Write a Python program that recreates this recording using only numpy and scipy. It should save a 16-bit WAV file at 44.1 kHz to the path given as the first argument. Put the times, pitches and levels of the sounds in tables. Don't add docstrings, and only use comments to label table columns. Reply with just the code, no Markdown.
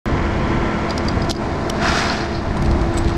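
import sys
import numpy as np
from scipy import signal
from scipy.fft import rfft, irfft
from scipy.io import wavfile
from scipy.ndimage import uniform_filter1d

SR = 44100
rng = np.random.default_rng(int(sys.argv[2]) if len(sys.argv) > 2 else 0)


def persist_wave(psi):
    counts = np.round(np.clip(psi, -1, 1) * 32767).astype(np.int16)
    wavfile.write(sys.argv[1], SR, np.atleast_2d(counts).T)


N = 139797
T = np.arange(N) / SR
LEAD_S = .05
T_HIT = np.arange(SR // 4) / SR - LEAD_S
STRIKE_SPREAD_DB = 2.5


def amp(db):
    return 10 ** (np.asarray(db) / 20)


def unit(x):
    return x / np.sqrt(np.mean(x ** 2) + 1e-20)


def curve(rows):
    rows = np.array(rows)
    return np.interp(T, rows[:, 0], rows[:, 1])


def colour(x, points, tilt_db_per_octave=0):
    f_hz, db = np.transpose(points)
    octave = np.log2(np.fft.rfftfreq(len(x), 1 / SR) + 1)
    from_peak = np.maximum(octave - np.log2(f_hz[np.argmax(db)]), -1)
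    gain_db = np.interp(octave, np.log2(f_hz + 1), db) + tilt_db_per_octave * from_peak
    return unit(irfft(rfft(x) * amp(gain_db), len(x)))


def lowpass(x, hz):
    return irfft(rfft(x) / (1 + (np.fft.rfftfreq(N, 1 / SR) / hz) ** 4), N)


def highpass(x, hz):
    return x - lowpass(x, hz)


def drift(hz):
    return unit(lowpass(rng.standard_normal(N), hz))


def add(mix, peak_s, sound):
    part = mix[max(round((peak_s - LEAD_S) * SR), 0):][:len(sound)]
    part += sound[:len(part)]


def mic_hiss(level_db=-70):
    # f/Hz, level/dB
    hiss_spectrum = [(100, -13), (2000, -4.5), (4500, 13), (8000, -4), (12800, -12), (14000, -22),
                     (16000, -36)]
    return amp(level_db) * colour(rng.standard_normal(N), hiss_spectrum)


def wind(lump_db=2, lump_hz=14):
    # f/Hz, level/dB
    wind_spectrum = [(10, -8), (25, 0.5), (50, 2.5), (80, 2.5), (120, -2), (200, -6.5), (400, -28.5),
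                     (1200, -71)]
    # t/s, level/dB
    gusts = [(.06, -26), (.16, -19.5), (.28, -24), (.44, -22), (.7, -22), (.9, -29.5), (1.08, -21),
             (1.45, -27.5), (1.9, -36.5), (2.3, -31), (2.52, -24), (2.65, -17), (2.9, -20.5), (3.17, -22)]
    rumble = colour(rng.standard_normal(N), wind_spectrum)
    return amp(curve(gusts)) * unit(rumble * amp(lump_db * drift(lump_hz)))


def tone(hz, flutter_db=2, flutter_hz=4):
    flutter = unit(amp(flutter_db * drift(flutter_hz)))
    cycles = np.cumsum(hz) / SR + rng.random()
    return np.sqrt(2) * flutter * np.sin(2 * np.pi * cycles)


def roar(swell_db=0.61, swell_hz=25):
    # f/Hz, level before turn/dB, level after turn/dB
    roar_spectra = [(60, -17, -1.5), (106, -2.5, -1), (220, -2.5, -2.5), (424, -5.5, -3.5),
                    (500, -6.5, -11), (645, -8.5, -4), (856, -9.5, -9.5), (1016, -6.5, -9.5),
                    (1270, -15, -14.5), (1290, -13, -14), (2174, -14.5, -19.5), (2600, -23.5, -26.5),
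                    (3380, -25, -34.5), (3670, -37, -32), (6700, -38, -38.5), (8650, -48, -45.5),
                    (10700, -62, -56), (15000, -79, -70)]
    # t/s, level/dB
    roar_level = [(.06, -23), (.6, -22), (1.1, -22), (1.5, -22.5), (1.9, -21.5), (2.4, -25.5), (2.7, -23),
                  (3.17, -23.5)]
    # start t/s, end t/s
    turn_s = (0.68, 1.68)
    turned = np.interp(T, turn_s, (0, 1))
    noise = rng.standard_normal(N)
    before = colour(noise, [(hz, db) for hz, db, _ in roar_spectra])
    after = colour(noise, [(hz, db) for hz, _, db in roar_spectra])
    return (before + turned * (after - before)) * amp(curve(roar_level) + swell_db * drift(swell_hz))


def firing(rate_hz=35.77, waver_share=0.00327, waver_hz=4.9):
    # multiple of rate, level/dB rms
    firing_orders = [(2, -30.5), (4, -37), (5, -40.5), (6, -31.5), (7, -36.5), (8, -41.5), (10, -41.5),
                     (11, -44), (25, -49), (49, -50.5)]
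    # t/s, level/dB
    firing_level = [(.3, 0.5), (1.3, -.5), (1.9, 1.5), (2.35, -3.5), (2.75, -.5), (3.17, -2.5)]
    hz = rate_hz * (1 + waver_share * drift(waver_hz))
    return amp(curve(firing_level)) * sum(amp(db) * tone(k * hz) for k, db in firing_orders)


def rotor(pitch_hz=337.4, waver_share=0.0017, waver_hz=5.2):
    rotor_times_s = (.6, 1.8, 2.45, 2.9)
    # multiple of pitch, then level/dB rms at each of those times
    rotor_orders = [(1, -30.5, -30, -33, -27.5), (2, -39.5, -31.5, -39.5, -39),
                    (3, -39, -42.5, -44.5, -42.5), (4, -39.5, -46.5, -51, -52)]
    hz = pitch_hz * (1 + waver_share * drift(waver_hz))
    return sum(amp(np.interp(T, rotor_times_s, dbs)) * tone(k * hz) for k, *dbs in rotor_orders)


def engine():
    return roar() + firing() + rotor()


def burst(db, rise_s, fall_s, points, tilt_db_per_octave=0):
    rate = np.where(T_HIT < 0, T_HIT / max(rise_s, 1e-4), -T_HIT / max(fall_s, 1e-4))
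    shape = np.exp(rate)
    noise = colour(shape * rng.standard_normal(len(T_HIT)), points, tilt_db_per_octave)
    return amp(db) * noise * np.sqrt(np.mean(shape ** 2))


def ringing(rise_s, modes, phase_cycles):
    ring = np.zeros(len(T_HIT))
    for (hz, db, t60_s), phase in zip(modes, phase_cycles):
        decay = amp(db - 60 * np.maximum(T_HIT, 0) / t60_s)
        ring += decay * np.sin(2 * np.pi * (hz * T_HIT + phase))
    return np.exp(np.minimum(T_HIT, 0) / max(rise_s, 1e-4)) * ring


def contact(db, scrape_s, rattle_s, ring_db, tilt_db_per_octave, clack, modes):
    ring = ringing(scrape_s, modes, rng.random(len(modes)))
    scrape = burst(db, scrape_s, rattle_s, clack, tilt_db_per_octave)
    return scrape + amp(db + ring_db) * ring / np.sqrt(2)


def carabiners(detune_share=0.0043):
    # t/s, level/dB, scrape/s, rattle/s, ring re level/dB, tilt/(dB/octave), ring pitch f/Hz
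    clinks = [(2.510, -43, .002, .004, -21, -3, 8560), (2.570, -33, .002, .004, -10, 2, 8560),
              (2.6245, -29.5, 0.0013, .002, -21.5, 6.5, 8560), (2.650, -35, .004, .003, -16, 1, 7980),
              (2.660, -30, .002, .003, -20, -1, 7980), (2.713, -28.5, .0015, .003, -22, -1, 7980),
              (2.800, -43, .002, .003, -16, -2, 7980), (2.815, -30.5, .001, .003, -22, 0, 7980),
              (2.940, -38, .001, .003, -4, -1, 7980), (2.972, -30, .002, .002, -4, -2, 7800),
              (2.977, -25.5, .001, .002, -0.5, 2, 7980), (2.9855, -28.5, 0.0027, .004, -2, 4, 7980),
              (3.046, -29.5, .0007, .002, -14, 0, 7600), (3.0775, -27, .0005, .0012, -22, -3, 7980),
              (3.083, -28, .0005, .002, -14, -2, 7980), (3.094, -27, .0005, .0012, -19, -2, 7800),
              (3.1025, -27.5, .0005, .0012, -22, -1, 7980)]
    # share of ring pitch, level/dB, t60/s
    clink_modes = [(.49, -12, .025), (.576, -16, .03), (.743, -3, 0.038), (.86, -11, .03), (.945, -4, .025),
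                   (1, 0.5, 0.093), (1.014, -9, .04), (1.19, -9, .028), (1.49, -20, .04),
                   (1.535, -22, .035)]
    # f/Hz, level/dB
    clink_clack = [(500, -20), (2000, 0.5), (4000, 8.5), (6500, -2.5), (9000, -11.5), (12000, -22.5),
                   (16000, -38)]
    out = np.zeros(N)
    for s, *hit, pitch_hz in clinks:
        modes = []
        for share, db, t60_s in clink_modes:
            hz = share * pitch_hz * (1 + detune_share * rng.normal())
            modes.append((hz, db + STRIKE_SPREAD_DB * rng.normal(), t60_s))
        add(out, s, contact(*hit, clink_clack, modes))
    return out


def friction(fibres_per_s=2500, spread_db=3, fibre_share=0.46):
    slipping = rng.random(N) < fibres_per_s / SR
    size = amp(spread_db * np.minimum(rng.exponential(1, N), 4))
    slips = slipping * size * rng.choice([-1, 1], N)
    return np.sqrt(fibre_share) * unit(slips) + np.sqrt(1 - fibre_share) * rng.standard_normal(N)


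def rope_rasp(catch_db=1.3, catch_hz=200):
    # t/s, level/dB
    haul = [(1.74, -71), (1.79, -34), (1.825, -22), (1.86, -18.5), (1.93, -21), (2.0, -20.5), (2.08, -21.8),
            (2.16, -26), (2.25, -31), (2.42, -38.5)]
    # f/Hz, level/dB
    rasp_spectrum = [(200, -7.5), (520, -27), (700, -1), (830, -8.5), (980, -4), (1150, -7.5), (1400, -2),
                     (1580, -6), (1800, -3.5), (2050, -11), (2450, -11), (3000, -17.5), (5000, -62)]
    catch = unit(amp(catch_db * drift(catch_hz)))
    return amp(curve(haul)) * colour(friction(), rasp_spectrum) * catch


def rope_hiss(judder_db=0.8, judder_hz=140, bright_hz=6000, bright_db_per_db=1):
    # t/s, level/dB
    sheath = [(1.72, -42.5), (1.79, -38.5), (1.83, -29), (1.885, -27), (1.93, -28), (1.99, -25.5),
              (2.07, -29), (2.17, -32), (2.28, -38.5), (2.47, -43.5), (2.65, -44), (2.88, -42.5),
              (3.15, -40)]
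    # f/Hz, level/dB
    sheath_spectrum = [(1200, -22), (2500, -12.5), (3300, -5), (4300, -2.5), (5300, -4), (6500, -11),
                       (8500, -18.5), (10500, -34), (13000, -34.5), (14500, -45), (16000, -62)]
    judder = amp(judder_db * drift(judder_hz))
    level_db = curve(sheath)
    hiss = colour(friction(), sheath_spectrum)
    dull = lowpass(hiss, bright_hz)
    treble = (hiss - dull) * amp(bright_db_per_db * (level_db - level_db.max()))
    return amp(level_db) * judder * (dull + treble)


def jostles():
    # t/s, level/dB, rise/s, fall/s, pitch f/Hz
    scrapes = [(1.886, -23.5, .004, .008, 4900), (1.969, -23, .0007, .002, 5000),
               (1.992, -22, .001, .002, 4900), (2.099, -18, .002, .003, 4200),
               (2.118, -28, .008, .012, 4300), (2.207, -29.5, .0044, .012, 4200),
               (2.351, -32.5, 0.01, 0.022, 4100)]
    # share of pitch, level/dB
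    scrape_spectrum = [(.49, -28), (.88, -10), (1, 6.5), (1.085, 5), (1.17, -1), (1.29, -1.5), (1.51, -22),
                       (2.44, -46), (3.9, -55)]
    out = np.zeros(N)
    for s, *scrape, pitch_hz in scrapes:
        add(out, s, burst(*scrape, [(share * pitch_hz, db) for share, db in scrape_spectrum]))
    return out


def snaps():
    # t/s, level/dB, scrape/s, rattle/s, tilt/(dB/octave)
    grit = [(1.3124, -5.5, 0.00014, 0.00061, 0), (1.7, -21, .0019, .0018, -1)]
    # f/Hz, level/dB
    grit_spectrum = [(500, -34), (2000, -16), (3500, -1), (5800, -2), (9000, -9.5), (12000, -17),
                     (16000, -32)]
    # t/s, level/dB, rise/s
    shut = (1.3125, -5, .0002)
    # f/Hz, level/dB, t60/s
    shut_modes = [(3050, -2, 0.0056), (3480, 1, .006), (4060, 1, .006), (4750, -5, .004), (5600, -4, .004),
                  (6500, -4, .005), (8700, -9, .004), (10800, -12, 0.0065)]
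    # t/s, level/dB, rise/s
    taut = (1.7003, -24.5, .0013)
    # f/Hz, level/dB, t60/s
    taut_modes = [(2150, 1, .012), (2650, -4, .008), (3020, 3, .018), (3480, -1, .011), (4870, -8, .012),
                  (5640, 3, 0.018), (6300, -8, .012), (7450, -11, .014), (8400, -10, .012),
                  (11300, -15, .014), (12700, -20, .012)]
    out = np.zeros(N)
    for s, *snap, tilt in grit:
        add(out, s, burst(*snap, grit_spectrum, tilt))
    s, db, rise_s = shut
    add(out, s, amp(db) * ringing(rise_s, shut_modes, np.zeros(len(shut_modes))))
    s, db, rise_s = taut
    add(out, s, amp(db) * ringing(rise_s, taut_modes, rng.random(len(taut_modes))))
    return out


def favour(hz, favoured_hz, boost_db=7.5, reach_octaves=0.1):
    return boost_db * np.exp(-(np.log2(hz / favoured_hz) / reach_octaves) ** 2)


def rope_device(detune_share=.012):
    # t/s, level/dB, scrape/s, rattle/s, ring re level/dB, tilt/(dB/octave), favoured f/Hz
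    device_hits = [(.8975, -38, .0034, .003, 0, -2, 4500), (.9075, -23.5, .0012, .0018, -3, -2, 4800),
                   (.9800, -22, .0014, 0.002, -5.5, 1, 5450), (1.051, -36, .001, .002, -18, 1, 5400),
                   (1.0862, -26, 0.0022, 0.0026, -1, 0, 4600), (1.115, -45, .003, .005, 4, -4, 4950),
                   (1.2205, -30.5, .001, 0.002, -1, -7, 5050), (1.248, -36.5, .0022, .003, -9, -2, 4900),
                   (1.298, -21, 0.0018, .0025, -13, 4, 4150), (1.3096, -21.5, 0.0059, 0.0022, -12, 0, 6300),
                   (1.317, -16.5, 0.0022, 0.0032, -14, 4, 3900), (1.327, -26, .0013, 0.0085, -10, -3, 4000),
                   (1.351, -27, .001, .0023, -8, -4, 5100), (1.365, -32.5, .001, .004, 1.5, -7, 5000)]
    # f/Hz, level/dB, t60/s
    plate_modes = [(3930, -14, .025), (4240, -3, .025), (4680, 2, .025), (4930, -1.5, .04), (5140, -6, .07),
                   (5400, -7, .025), (5950, -14, .03), (6500, -16, .02), (7600, -13, .03),
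                   (9720, -19, 0.049)]
    # f/Hz, level/dB
    device_clack = [(300, -30), (1500, -25), (3000, -2), (4700, 5), (7000, -4), (9000, -15.5), (12000, -22),
                    (16000, -44)]
    out = np.zeros(N)
    for s, *hit, favoured_hz in device_hits:
        modes = []
        for hz, db, t60_s in plate_modes:
            mode_db = db + favour(hz, favoured_hz) + STRIKE_SPREAD_DB * rng.normal()
            modes.append((hz * (1 + detune_share * rng.normal()), mode_db, t60_s))
        add(out, s, contact(*hit, device_clack, modes))
    return out


def scene(side_db=-14, side_hz=6000, top_db=-3, top_hz=11000):
    near = carabiners() + rope_rasp() + rope_hiss() + jostles() + snaps() + rope_device()
    top = highpass(highpass(near, top_hz), top_hz)
    spread = amp(side_db) * highpass(near, side_hz) + amp(top_db) * top
    side = signal.hilbert(spread).imag + mic_hiss()
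    mid = near + engine() + wind()
    return np.array([mid + side, mid - side])


def record(dry, threshold_db=-12, recover_db_per_s=120, sense_hz=2500, bass_hz=450, bass_share=0.38,
           start_s=.057, edge_hz=15500):
    power = abs(uniform_filter1d(highpass(dry.mean(0), sense_hz) ** 2, size=24))
    fall_db = T * recover_db_per_s
    held_db = np.maximum.accumulate(10 * np.log10(power + 1e-12) + fall_db) - fall_db
    duck_db = uniform_filter1d(np.maximum(held_db - threshold_db, 0), size=16)
    bass = lowpass(dry, bass_hz)
    out = (dry - bass) * amp(-duck_db) + bass * amp(-bass_share * duck_db)
    out = out * (T > start_s)
    band = signal.firwin(511, edge_hz, window=("kaiser", 9), fs=SR)
    return signal.oaconvolve(out, band[None], "same")


dry = scene()
out = record(dry)
persist_wave(out)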